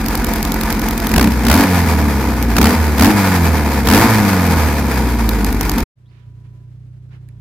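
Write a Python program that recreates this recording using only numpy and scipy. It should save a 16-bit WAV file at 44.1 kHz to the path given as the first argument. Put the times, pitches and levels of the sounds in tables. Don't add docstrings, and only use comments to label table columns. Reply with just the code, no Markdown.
import sys
import numpy as np
from scipy import signal
from scipy.fft import rfft, irfft, next_fast_len
from scipy.io import wavfile
from scipy.ndimage import uniform_filter1d

SR = 44100
rng = np.random.default_rng(int(sys.argv[2]) if len(sys.argv) > 2 else 0)


def invert_db(x):
    u = np.asarray(x, float) / 20
    return 10 ** u


def transcribe(u):
    v = np.clip(np.atleast_2d(u).T, -1, 1)
    q = np.round(v * 32767).astype(np.int16)
    wavfile.write(sys.argv[1], SR, q)


N = 326687
T = np.arange(N) / SR


def evened(x):
    return x / np.sqrt(np.mean(x ** 2) + 1e-20)


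def played(rows):
    seconds, *columns = np.transpose(rows)
    return [np.interp(T, seconds, column) for column in columns]


def read(points, hz):
    table_hz, value = np.transpose(points)
    return np.interp(np.log(hz + 1), np.log(table_hz + 1), value)


def through(x, response):
    size = next_fast_len(N)
    hz = np.fft.rfftfreq(size, 1 / SR)
    return irfft(rfft(x, size) * response(hz), size)[..., :N]


def wander(hz):
    lowpass = signal.butter(2, hz, fs=SR, output="sos")
    return evened(signal.sosfilt(lowpass, rng.standard_normal(N)))


# frequency in Hz, left over right in dB.
TILT = [(700, -1), (2400, 2.5), (4400, -3), (8000, -2), (13000, 2)]


def pair(gate, colour, likeness, lead_s):
    size = next_fast_len(N)
    hz = np.fft.rfftfreq(size, 1 / SR)
    left, other = rfft(gate * rng.standard_normal((2, N)), size)
    same = np.clip(read(likeness, hz), 0, 1)
    right = same * left + np.sqrt(1 - same ** 2) * other
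    right = right * np.exp(-2j * np.pi * np.maximum(hz - 3700, 0) * lead_s)
    side = invert_db(read(TILT, hz) / 2)
    gain = colour(hz)
    gain = gain / np.sqrt(np.mean(gain ** 2))
    return irfft(np.array([left * side, right / side]) * gain, size)[:, :N]


IDLE_PER_S = 43.65
COAST_TO_PER_S, COAST_S = 31.077, 0.964
# throttle opens in seconds, crank picks up in seconds, throttle shuts in seconds,
# top speed in firings per second.
BLIPS = [(1.1, 1.156, 1.283, 65.205), (1.435, 1.487, 1.649, 95.489), (2.558, 2.576, 2.744, 81.808),
         (2.968, 3.009, 3.112, 105.224), (3.858, 3.88, 4.063, 115.718)]


def crank_speed():
    speed = np.full(N, IDLE_PER_S)
    for _, start, shut, top in BLIPS:
        before = speed[round(start * SR)]
        progress = np.clip((T - start) / (shut - start), 0, 1)
        rise = before + (top - before) * np.sin(np.pi / 2 * progress)
        coast = COAST_TO_PER_S + (top - COAST_TO_PER_S) * np.exp(-(T - shut) / COAST_S)
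        after = np.maximum(coast, IDLE_PER_S)
        speed = np.where(T < start, speed, np.where(T < shut, rise, after))
    return speed


def opened(slower_s, fall_s, fade_db=0, early_s=0):
    blips = []
    for opens, start, shut, _ in BLIPS:
        rise = np.clip((T - opens) / (start - opens + slower_s), 0, 1) ** 0.3
        fade = invert_db(fade_db * np.clip((T - opens) / (shut - opens), 0, 1) ** 2)
        fall = np.exp(-np.maximum(T - shut + early_s, 0) / fall_s)
        blips.append(rise * fade * fall)
    return np.max(blips, axis=0)


BLIP_FALL_S = 0.01
SWELL_S, RECOVER_S = 0.02, 0.16
# first, second and third boom order, ring, clatter, all in dB.
PULL_DB = [-10, -4, 9.0, 6.5, 0.5]
# the same five layers, in dB.
SHUT_DB = [2.5, -2, 1, -4, -1]


def by_speed(rows, speed, pull_db, shut_db):
    rate, *columns = np.transpose(rows)
    pull = opened(SWELL_S, BLIP_FALL_S)
    after = opened(SWELL_S, RECOVER_S) - pull
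    return [np.interp(speed, rate, db) + p * pull + a * after
            for db, p, a in zip(columns, pull_db, shut_db)]


BOOM_TURNS = 0.55
HICCUP_DB, HICCUP_S = -6, 0.022
# speed in firings per second, rms level in dB
BOOM = [(42.5, -21.5, -36.5, -35), (55, -14.5, -27.5, -39.5), (65.3, -18.5, -28, -26),
        (71, -17.5, -27.5, -23.5), (78.9, -14, -28.5, -26.5), (84, -15.5, -19.5, -24),
        (98, -20.5, -14, -22.5), (115, -13, -13.5, -28.5)]
# multiple of the firing rate, level in dB beside the first order
LOPE = [(1.25, -7.5, 0.65), (1.5, -18.5, 0.47), (1.75, -16.5, .1)]


def boom(firings, speed):
    levels = by_speed(BOOM, speed, PULL_DB[:3], SHUT_DB[:3])
    first, second, third = (np.sqrt(2) * invert_db(db + wander(30)) for db in levels)
    hiccup = sum(np.exp(-((T - shut - 0.015) / HICCUP_S) ** 2) for _, _, shut, _ in BLIPS)
    first = first * invert_db(HICCUP_DB * hiccup)
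    angle = 2 * np.pi * (firings + BOOM_TURNS)
    depth = np.clip((58 - speed) / 13, 0.25, 1)
    lope = sum(invert_db(db + 2.5 * wander(8)) * np.cos(k * angle + 2 * np.pi * phase) for k, db, phase in LOPE)
    return first * (np.cos(angle) + depth * lope) + second * np.cos(2 * angle) + third * np.cos(3 * angle)


# frequency in Hz, width in Hz, relative level in dB.
PIPE = [(70, 54, -3), (118, 180, -15.5), (222.9, 28, 4.5), (278, 44, -5.5), (387, 73, -19.5),
        (447, 27, -19), (727, 140, -16), (930, 200, -13)]


def pipe_gain(hz):
    return sum(invert_db(db) / (1 + 2j * (hz - f) / width) for f, width, db in PIPE)


# relative level of whole, quarter, half and
# three-quarter firing orders, in dB.
UNEVEN_DB = [0, -9, -1, -9]


def ring(firings, speed, rough_db):
    lines = 0
    for q in range(5, 37):
        if q in (8, 12):
            continue
        size = invert_db(UNEVEN_DB[q % 4] + 3.5 * wander(5)) * abs(pipe_gain(q / 4 * speed))
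        lines = lines + size * np.cos(2 * np.pi * (q / 4 * firings + rng.random()))
    knocks = np.diff(np.floor(firings * 2), prepend=0) * rng.standard_normal(N)
    blunt = signal.oaconvolve(knocks, np.hanning(40), "same")
    return evened(lines) + invert_db(rough_db) * evened(through(blunt, pipe_gain))


IDLE_SPIT_DB, COAST_SPIT_DB = -25, -43.5
CATCH_PER_S = 48.4
BARK_DB, BARK_FADE_DB = -20, -11
EASE_S = 0.037
POP_S, MISFIRE_S = 0.013, 2.602
# time in seconds, spit size in dB.
POPS = [(1.275, -33), (1.32, -27), (2.42, -26), (5.29, -23), (5.456, -22.5), (5.53, -27.5)]


def spit_size(speed):
    shut = invert_db(np.where(speed < CATCH_PER_S, IDLE_SPIT_DB, COAST_SPIT_DB))
    pops = sum(invert_db(db) * np.exp(-((T - s) / POP_S) ** 2) for s, db in POPS)
    bark = invert_db(BARK_DB) * opened(0, BLIP_FALL_S, BARK_FADE_DB, EASE_S)
    fires = 1 - np.exp(-((T - MISFIRE_S) / 0.01) ** 4)
    return fires * np.maximum(shut + pops, bark)


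SETTLE_S = 0.21
SPIT_LAG = [(44, .67), (48, .64), (55, .27), (63, .08), (85, -.2), (110, -.33)]
# relative level of each of the four cylinders, in dB.
CYLINDER_DB = [-14, -20, 0, -3]
# frequency in Hz, relative density in dB per Hz.
SPIT_SHUT = [(600, -23), (2000, -12), (5000, -6.5), (8000, -11.5), (10500, -10), (13900, -2), (16000, -10)]
# frequency in Hz, relative density in dB per Hz.
SPIT_OPEN = [(300, -9.5), (700, -5), (1700, -6), (2400, -9), (3400, -13), (5000, -12), (8000, -19.5),
             (11700, -14.5), (16000, -17.5)]
# frequency in Hz, left-right likeness from 0 to 1.
ENGINE_SAME = [(60, 1), (300, 1), (640, 0.96), (1400, 0.81), (2600, 0.46), (5000, 0.25), (15000, 0.41)]


def spit(firings, speed, rise_s, shut_fall_s, chance_db):
    throttle = opened(0, SETTLE_S)
    shut = 1 - throttle
    lag = np.interp(uniform_filter1d(speed, 3000), *np.transpose(SPIT_LAG))
    lagged = firings - lag
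    count = np.floor(lagged).astype(int)
    since = (lagged - count) / speed
    fall_s = shut_fall_s * (1 + 2 * throttle)
    burst = (1 - np.exp(-since / rise_s)) * np.exp(-(since / fall_s) ** 2)
    luck = rng.standard_normal(N // 64)[count + 1]
    gate = burst * spit_size(speed) * invert_db(shut * np.take(CYLINDER_DB, count % 4) + chance_db * luck)
    thin = pair(gate * shut, lambda hz: invert_db(read(SPIT_SHUT, hz)), ENGINE_SAME, 0.00037)
    wide = pair(gate * throttle, lambda hz: invert_db(read(SPIT_OPEN, hz)), ENGINE_SAME, 0.00026)
    dip = signal.sosfilt(signal.butter(1, 60, "high", fs=SR, output="sos"), gate)
    bark = through(gate * throttle, pipe_gain)
    return invert_db(16.5) * thin + invert_db(13.5) * wide - invert_db(14 - 9.5 * throttle) * dip - invert_db(18.5) * bark


# frequency in Hz, relative density in dB per Hz before the tinware.
CLATTER = [(210, -65.5), (350, -15), (522, 0.5), (575, -8), (914, 2.5), (1070, -4), (1760, -6.5),
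           (2420, -6), (2800, -16), (4750, -15.5), (7670, -19), (13900, -17.5), (16000, -26.5)]
# frequency in Hz, width in Hz, lift in dB.
CASING = [(439, 45, 9), (683.6, 12, 10), (970, 93, 1.5), (1220, 43, 3.5), (1465, 29, 7.5), (1726, 110, 5),
          (2170, 30, 4), (4870, 130, 6)]


def clatter(firings, level_db):
    throb_db = 1.7 * np.cos(2 * np.pi * (firings + 0.29))
    flicker_db = 1.3 * wander(180) + 1.6 * wander(12)

    def colour(hz):
        lift_db = sum(db / (1 + (2 * (hz - f) / width) ** 2) for f, width, db in CASING)
        return invert_db(read(CLATTER, hz) + lift_db)

    return pair(invert_db(level_db + throb_db + flicker_db), colour, ENGINE_SAME, 0.0001)


CUT_S = 5.835
# speed in firings per second,
# pipe ring level in dB, clatter level in dB.
LOAD = [(43.1, -21, -24), (50.6, -19.5, -26), (69, -17.5, -22.5), (79.8, -17, -20.5), (96.6, -18, -16.5),
        (114, -14.5, -17)]


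def engine():
    speed = crank_speed()
    firings = np.cumsum(speed) / SR
    ring_db, clatter_db = by_speed(LOAD, speed, PULL_DB[3:], SHUT_DB[3:])
    low = boom(firings, speed) + invert_db(ring_db - 1.5) * ring(firings, speed, rough_db=-4.5)
    echoes = rng.standard_normal(4000) * (rng.random(4000) < 0.01)
    apart = invert_db(-19) * signal.oaconvolve(low, echoes / np.linalg.norm(echoes))[:N]
    bursts = spit(firings, speed, rise_s=0.0005, shut_fall_s=0.002, chance_db=2)
    sound = np.array([low + apart, low - apart]) + bursts + clatter(firings, clatter_db)
    sound = signal.sosfiltfilt(signal.butter(4, 38, "high", fs=SR, output="sos"), sound)
    return sound * np.exp(-np.maximum(T - CUT_S, 0) / 0.001)


HUM_START_S = 5.955
# time in seconds, pitch in Hz, level in dB before the partial and side gains.
HUM = [
    [(5.97, 30.46, -57), (6.096, 29.87, -50), (6.245, 29.47, -49.5)],
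    [(6.275, 29.05, -44.5), (6.621, 30, -45), (7.179, 31.24, -44), (7.408, 29.03, -43)],
]
# multiple of the pitch, relative level in dB, phase in turns.
HUM_ORDERS = [(1, -31.5, 0.3), (2, -11, 0.28), (3, -8, 0.2), (4, -1, 0.44), (5, -10, 0.82), (6, -34, 0.54)]


def drone():
    hz, level_db = played(HUM[0] + HUM[1])
    turns = np.cumsum(hz * (T > HUM_START_S)) / SR
    mono = 0
    for k, order_db, phase in HUM_ORDERS:
        size = np.sqrt(2) * invert_db(level_db + order_db + 0.98 * wander(15))
        mono = mono + size * np.cos(2 * np.pi * (k * turns + phase))
    late = np.roll(mono, 14)
    return np.array([mono * invert_db(6.0), late * invert_db(8.5)])


# frequency in Hz, relative density in dB per Hz.
AIR = [(100, -48.5), (170, -14.5), (295, -22.5), (371, -21.5), (512, -31.5), (596, -31), (906, -37),
       (1570, -38.5), (14500, -58), (16000, -66.5)]
# time in seconds, level in dB.
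AIR_DB = [(5.97, -61), (6.586, -54), (6.622, -57), (7.394, -55.5), (7.408, -65)]
# frequency in Hz, left-right likeness from 0 to 1.
AIR_SAME = [(150, 0.77), (290, 0.97), (640, 0.03), (1400, 0)]


def soft_air():
    gate = invert_db(played(AIR_DB)[0] + 1.2 * wander(20))
    return pair(gate, lambda hz: invert_db(read(AIR, hz)), AIR_SAME, 0)


def tone(rows):
    hz, level_db = played(rows)
    return np.sqrt(2) * invert_db(level_db) * np.sin(2 * np.pi * np.cumsum(hz) / SR)


# time in seconds, pitch in Hz, rms level in dB.
WHINE = [(5.97, 1000, -85), (6.118, 978, -72), (6.634, 995, -71), (6.822, 985, -94), (7.408, 983, -73)]
# time in seconds, pitch in Hz, rms level in dB.
CHIRP = [(6.05, 3200, -95), (6.06, 3300, -71), (6.08, 4000, -76), (6.11, 4900, -78), (6.12, 5100, -110)]


def hum():
    chirp = tone(CHIRP) * (1 + 1.7 * wander(250))
    sound = drone() + tone(WHINE) + chirp + soft_air()
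    return sound * np.clip((T - HUM_START_S) / 0.035, 0, 1)


# start in seconds, peak level in dB, length scale in seconds, low edge in Hz,
# high edge in Hz, left over right in dB.
RUSTLES = [(6.074, -62, 0.22, 800, 3170, -9), (6.435, -65, .05, 302, 2520, -15),
           (7.1, -53.5, 0.089, 597, 2540, -4), (7.286, -53, .008, 1810, 2200, -15),
           (7.288, -50, 0.001, 2500, 13000, -18.5)]


def rustles():
    out = np.zeros((2, N))
    for start, db, length, low_hz, high_hz, left_db in RUSTLES:
        u = np.maximum(T - start, 0) / length
        band = signal.butter(2, [low_hz, high_hz], "band", fs=SR, output="sos")
        noise = evened(signal.sosfilt(band, rng.standard_normal((2, N))))
        sides = invert_db([[db + left_db / 2], [db - left_db / 2]])
        out += sides * noise * 4 * u * np.exp(-3 * u ** 2)
    return out


def scene():
    return engine() + hum() + rustles()


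def low_pass(x):
    return signal.sosfilt(signal.butter(12, 16480, fs=SR, output="sos"), x)


def record(dry):
    squeezed = np.clip(1.5 * np.tanh(dry / 1.5), -1, 1)
    cut = signal.sosfiltfilt(signal.butter(10, 15800, fs=SR, output="sos"), squeezed)
    return low_pass(cut)


dry = scene()
out = record(dry)
transcribe(out)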